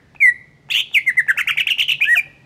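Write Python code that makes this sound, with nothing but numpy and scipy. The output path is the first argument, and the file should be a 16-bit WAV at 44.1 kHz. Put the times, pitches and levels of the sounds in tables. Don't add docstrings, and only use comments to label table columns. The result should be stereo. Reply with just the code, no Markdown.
import sys
import numpy as np
from scipy import signal
from scipy.fft import rfft, irfft
from scipy.io import wavfile
from scipy.ndimage import uniform_filter1d, minimum_filter1d

SR = 44100
rng = np.random.default_rng(int(sys.argv[2]) if len(sys.argv) > 2 else 0)


def transcribe(signal):
    frames = np.atleast_2d(signal).T
    limited = np.clip(frames, -1, 1)
    pcm = np.round(limited * 32767).astype(np.int16)
    wavfile.write(sys.argv[1], SR, pcm)


def volts(x):
    e = np.asarray(x, float) / 20
    return 10 ** e


N = 108045
T = np.arange(N) / SR
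TOP_HZ = 15700


def unit(x):
    return x / np.sqrt(np.mean(x ** 2))


def band(x, lo_hz, hi_hz):
    return signal.sosfilt(signal.butter(2, [lo_hz, hi_hz], "band", fs=SR, output="sos"), x)


def walk(rate):
    k = int(SR / rate)
    return unit(uniform_filter1d(uniform_filter1d(rng.standard_normal(N), k), k))


# (time [s], level [dB])
BEAK_OPENING = [(.2, -4), (.7, 0.5), (.82, 0), (.95, 0), (1.09, -1), (1.2, -4), (1.3, -1.5), (1.4, 6),
                (1.5, 2), (1.6, -2.5), (1.71, -1), (1.81, -1), (1.91, -1), (2.03, -6.5), (2.1, -2.5),
                (2.17, 2.5)]


def gape():
    s, db = np.array(BEAK_OPENING).T
    return volts(np.interp(T, s, db))


# (pitch [Hz], level [dB])
OVERTONE_COLOUR = [(3800, -1), (4900, -10.5), (6300, -3.5), (9800, 0), (10900, 0), (12000, -2), (13500, -2.5),
                   (15000, -13)]
OVERTONES_DB = [-21.5, -34, -32.5, -25.5, -33.5, -38.5, -36]


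def stroke(rows, bend_hz, overtones_db=OVERTONES_DB):
    throat_hz, throat_db_per_hz, edge_s = 2400, .011, 0.0027
    s, line_hz, line_db = np.array(rows, float).T
    k = int(0.00071 * SR)
    centre_hz = np.interp(T, s, line_hz)
    level_db = uniform_filter1d(np.interp(T, s, line_db), k)
    off_resonance = np.tanh(2 * np.log2(centre_hz / throat_hz))
    edges = np.clip(np.minimum(T - s[0], s[-1] - T) / edge_s + .5, 0, 1) ** 2
    env = volts(level_db - throat_db_per_hz * bend_hz * off_resonance) * edges

    hz = uniform_filter1d(centre_hz, k) + bend_hz
    phase = 2 * np.pi * np.cumsum(hz) / SR
    colour_hz, colour_db = np.array(OVERTONE_COLOUR).T
    overtones = 0
    for multiple, db in enumerate(overtones_db, 2):
        colour = volts(db + np.interp(multiple * hz, colour_hz, colour_db))
        overtones += colour * np.sin(multiple * phase + multiple - 2) * (multiple * hz < TOP_HZ)
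    tone = np.sin(phase) + env ** 0.37 * gape() * overtones
    return np.array([env * tone, env])


# (time [s], pitch [Hz], level [dB])
OPENING_WHISTLE = [(.203, 2440, -15), (.228, 2190, -2), (.255, 2030, -2.5), (.272, 1964, -2),
                   (.30, 1927, -5.5), (.309, 1990, -23)]


def opening():
    return stroke(OPENING_WHISTLE, 4 * walk(100))


# (time [s], pitch [Hz], level [dB])
CLEAR_WHISTLES = [
    [(.943, 2968, -8.5), (.948, 2905, -5), (.953, 2623, -3), (.961, 2421, -4.5), (.974, 2210, -0.5),
     (.984, 2045, -9.5), (.988, 1884, -18)],
    [(1.062, 2160, -23), (1.07, 2136, -14), (1.078, 2105, -7), (1.096, 1952, -5), (1.108, 1614, -19.5)],
    [(1.169, 1963, -17), (1.182, 2058, -5.5), (1.197, 1865, -3), (1.209, 1650, -14)],
    [(2.05, 1602, -27), (2.085, 1754, -12), (2.095, 1850, -8), (2.12, 1924, -6), (2.13, 1918, -5.5),
     (2.142, 1880, -7.5), (2.152, 1660, -15.5), (2.163, 1385, -22)],
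    [(2.153, 3083, -17.5), (2.168, 2660, -7), (2.174, 2505, -4.5), (2.2, 2279, -9.5)],
]


def whistles():
    return volts(0.72 * walk(150)) * sum(stroke(rows, 8 * walk(150)) for rows in CLEAR_WHISTLES)


# (start [s], a crest [s], end [s], depth [Hz])
FLUTTER_BOUTS = [
    (.722, .7645, .825, 300),
    (1.285, 1.294, 1.318, 100),
    (1.383, 1.391, 1.41, 230),
    (1.482, 1.4905, 1.509, 270),
    (1.598, 1.605, 1.624, 160),
    (1.705, 1.715, 1.733, 120),
    (2.0345, 2.0405, 2.064, 380),
]


def flutter():
    rate_hz, ramp_s = 113, .006
    bend_hz = 0
    for start, crest, end, depth_hz in FLUTTER_BOUTS:
        fade = np.clip(np.minimum(T - start, end - T) / ramp_s, 0, 1)
        bend_hz = bend_hz + depth_hz * fade * np.cos(2 * np.pi * rate_hz * (T - crest))
    return bend_hz


# (start time [s], pitch [Hz], climb [Hz per s], peak level [dB])
CHATTER_FLICKS = [
    (1.571, 2140, 109400, -6.5),
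    (1.669, 2305, 95200, -3),
    (1.782, 2350, 134000, -6.5),
    (1.881, 2640, 83600, -5.5),
]


def flicks():
    peak_s, length_s = 0.0033, 0.03
    lines = []
    for s, hz, climb, db in CHATTER_FLICKS:
        start = (s, hz, db - 8.5)
        peak = (s + peak_s, hz + climb * peak_s, db)
        end = (s + length_s, hz + climb * length_s, db - 36.5)
        lines.append([start, peak, end])
    return lines


# (time [s], pitch [Hz], level [dB])
BUZZ_VOICES = [
    [(.701, 2604, -14), (.706, 3250, -10), (.710, 3370, -10), (.715, 3805, -7.5), (.722, 4890, -21.5),
     (.733, 3765, -13.5), (.738, 3338, -14), (.742, 2960, -8), (.762, 3165, -6), (.79, 3404, -7),
     (.815, 3140, -8)],
    [(.700, 1700, -39), (.711, 2140, -21.5), (.717, 2603, -8.5), (.7205, 2476, -13.5), (.7245, 2890, -7.5),
     (.733, 2286, -24.5), (.75, 1952, -29.5), (.765, 2296, -21), (.785, 2815, -5), (.813, 2500, -27)],
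    [(.922, 3085, -38), (.931, 3850, -27.5), (.938, 3420, -15), (.943, 3150, -19.5)],
    [(.161, 2500, -28.5), (.168, 2490, -36)],
]
# (time [s], pitch [Hz], level [dB])
DUET_VOICES = [
    [(1.283, 1650, -15.5), (1.294, 1893, -5), (1.31, 1602, -6.5), (1.318, 1430, -16.5)],
    [(1.276, 2000, -27), (1.283, 2660, -26.5), (1.295, 2610, -50), (1.304, 2700, -38), (1.312, 3100, -27.5),
     (1.321, 2500, -23)],
    [(1.373, 2034, -15), (1.383, 2636, -5.5), (1.389, 2890, -13.5), (1.402, 2780, -16.5),
     (1.406, 2600, -16), (1.411, 2243, -6), (1.419, 1755, -14.5)],
    [(1.378, 1300, -39), (1.39, 1583, -13.5), (1.401, 1600, -15.5), (1.414, 1220, -35)],
    [(1.472, 1900, -17), (1.478, 2320, -6), (1.488, 3075, -9.5), (1.504, 2970, -16.5), (1.509, 2560, 1.5),
     (1.516, 1940, -13.5)],
    [(1.482, 1300, -31), (1.49, 1677, -18), (1.502, 1570, -16), (1.512, 1200, -41)],
]
# (time [s], pitch [Hz], level [dB])
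CHATTER_ARCHES = [
    [(1.576, 1407, -33), (1.585, 2326, -4), (1.592, 2090, -15), (1.615, 1450, -31)],
    [(1.68, 1528, -32.5), (1.69, 2335, -9.5), (1.697, 1775, -28), (1.71, 1460, -37)],
    [(1.789, 1500, -45), (1.796, 2705, 0), (1.802, 3206, -7.5), (1.809, 2774, 0.5), (1.822, 1835, -24)],
    [(1.888, 1917, -27), (1.894, 2803, 2), (1.897, 3025, -1.5), (1.905, 2656, -7.5), (1.910, 2120, -12.5)],
]
# (time [s], pitch [Hz], level [dB])
CHATTER_FALLS = [
    [(1.595, 3800, -21), (1.60, 3050, -4.5), (1.611, 2616, -2.5), (1.618, 2420, -13), (1.623, 2180, -19)],
    [(1.694, 4500, -15), (1.699, 3515, -14.5), (1.706, 2937, 0), (1.716, 2755, -1.5), (1.724, 2774, -11.5),
     (1.732, 2330, -16.5)],
    [(1.812, 4500, -25.5), (1.822, 3470, -8.5), (1.828, 3036, -5), (1.836, 3030, -13.5), (1.843, 2880, -20)],
    [(1.906, 4446, -24), (1.914, 3564, -8.5), (1.920, 2772, 2.5), (1.924, 2500, -2), (1.929, 3053, -8.5),
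     (1.936, 1950, -23.5)],
    [(2.005, 1804, -28), (2.011, 2200, -16.5), (2.016, 2343, -5), (2.03, 2450, -4.5), (2.036, 2537, -7.5),
     (2.044, 2810, 2), (2.05, 2757, -17.5), (2.058, 2980, -7)],
]


def chatter():
    bend_hz = flutter()
    lines = BUZZ_VOICES + DUET_VOICES + flicks() + CHATTER_ARCHES + CHATTER_FALLS
    return sum(volts(1.6 * walk(390)) * stroke(rows, bend_hz + 40 * walk(400)) for rows in lines)


def breath(opening_env, whistle_env, chatter_env):
    noise = rng.standard_normal((3, N))
    noise = noise[0] + 0.55 * noise[1:]
    air = 0
    for lo, hi, db in [(5000, 7900, -3.5), (6830, 9850, -3.5), (9830, 11700, -9.5),
                       (11900, 13300, -5.5), (13500, 15200, -10.5)]:
        hiss = unit(band(band(noise, lo, hi), lo, hi))
        air = air + volts(db + 0.94 * walk(30)) * hiss
    air = gape() * air
    throat = noise
    for _ in range(3):
        throat = band(throat, 450, 4000)
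    throat = unit(throat)
    air_effort = volts(-47.5) * opening_env + volts(-36) * whistle_env + volts(-34.5) * chatter_env
    throat_effort = volts(-43.5) * whistle_env + volts(-40) * chatter_env
    return air_effort * air + throat_effort * throat


# (time [s], level [dB])
BEAK_TICKS = [(.149, -20.5), (0.688, -20), (.696, -21), (0.913, -27.5), (0.929, -30.5), (1.055, -32),
              (1.156, -25.5), (1.266, -24), (1.365, -17), (1.464, -20.5), (1.560, -21), (1.662, -25.5),
              (1.773, -23.5), (2.001, -21), (2.267, -31)]
TICK_THUMPS = [
    .26,
    1.343,
    2.268,
]


def taps():
    ticks, knocks = np.zeros((2, N))
    s, db = np.array(BEAK_TICKS).T
    ticks[(s * SR).astype(int)] = volts(db)
    knocks[(np.array(TICK_THUMPS) * SR).astype(int)] = volts(-46.0)
    t = T[:3000]
    tick = np.exp(-t / 0.0022) * rng.standard_normal(len(t))
    knock = np.exp(-t / 0.025) * np.sin(2 * np.pi * 570 * t)
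    dull_ticks = band(band(np.convolve(ticks, tick)[:N], 500, 3000), 320, 3500)
    return dull_ticks + np.convolve(knocks, knock)[:N]


def bird():
    pure, clear, busy = opening(), whistles(), chatter()
    rasp = breath(pure[1], clear[1], busy[1])
    return pure[0] + clear[0] + busy[0] + rasp + taps()


def room(x):
    early_db, early_t60_s = -11.5, 0.13
    tail_db, tail_t60_s = -24, 0.68
    t = T[:int(.9 * SR)]
    early = volts(early_db) * volts(-60 * t / early_t60_s) / np.sqrt(early_t60_s)
    tail = volts(tail_db) * volts(-60 * t / tail_t60_s) / np.sqrt(tail_t60_s)
    onset = np.clip(t / 0.0051, 0, 1) ** 2
    grain = band(rng.standard_normal((2, len(t))), 250, 8300)
    echo = grain * (early + tail) * onset * np.sqrt(14 / SR)
    return signal.fftconvolve(x[None], echo, axes=1)[:, :N]


# (time [s], pitch [Hz], level [dB])
DOVE_COO = [(2.081, 760, -70), (2.172, 691, -42.5), (2.259, 784, -48.5), (2.45, 782, -59)]


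def dove():
    return stroke(DOVE_COO, 12 * walk(93), [])[0] * volts(8 * walk(48) - 9.5)


# (pitch [Hz], level [dB])
ROOM_TONE = [(40, -16.5), (100, -11), (200, -14.5), (500, -22.5), (1500, -33), (5000, -40), (15000, -59.5)]


def home():
    f = np.fft.rfftfreq(N, 1 / SR) + 1
    hz, db = np.array(ROOM_TONE).T
    gain = volts(np.interp(np.log(f), np.log(hz), db)) * np.clip(f / 42, 0, 1) ** 4
    mid, side = rfft(rng.standard_normal((2, N))) * gain
    side = side * np.clip(f / 600, .22, 1)
    noise = unit(irfft(np.array([mid + side, mid - side]), N))
    swell_db = 1 * (T - 0.45) + 0.8 * walk(1.5)
    tone = volts(-52.5 + swell_db) * noise
    hum = volts(-56.5) * unit(band(rng.standard_normal(N), 138, 152))
    low_hum = volts(-59.5) * unit(band(rng.standard_normal(N), 130, 136))
    ring = volts(-54.5 - 41 * T) * unit(band(rng.standard_normal((2, N)), 1600, 2055))
    return tone + hum + low_hum + ring


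def scene():
    lag_s, lag_growth_hz = .000115, 60000
    song = bird()
    f = np.fft.rfftfreq(N, 1 / SR)
    delay = np.exp(-2j * np.pi * f * lag_s * (1 + f / lag_growth_hz))
    right = irfft(rfft(song[1]) * delay, N)
    direct = np.array([song[0], volts(0.53) * right])
    return direct + room(song[0]) + home() + dove()


def low_pass(x):
    return signal.sosfilt(signal.butter(12, 16470, fs=SR, output="sos"), x)


def record(dry):
    ceiling, k = .9, int(.003 * SR)
    peak = np.abs(dry).max(axis=0) + 1 / N
    gain = minimum_filter1d(np.minimum(1, ceiling / peak), 2 * k)
    gain = uniform_filter1d(gain, k)
    top_cut = signal.ellip(8, .2, 70, TOP_HZ, fs=SR, output="sos")
    mix = signal.sosfilt(top_cut, dry * gain)
    return low_pass(mix)


dry = scene()
out = record(dry)
transcribe(out)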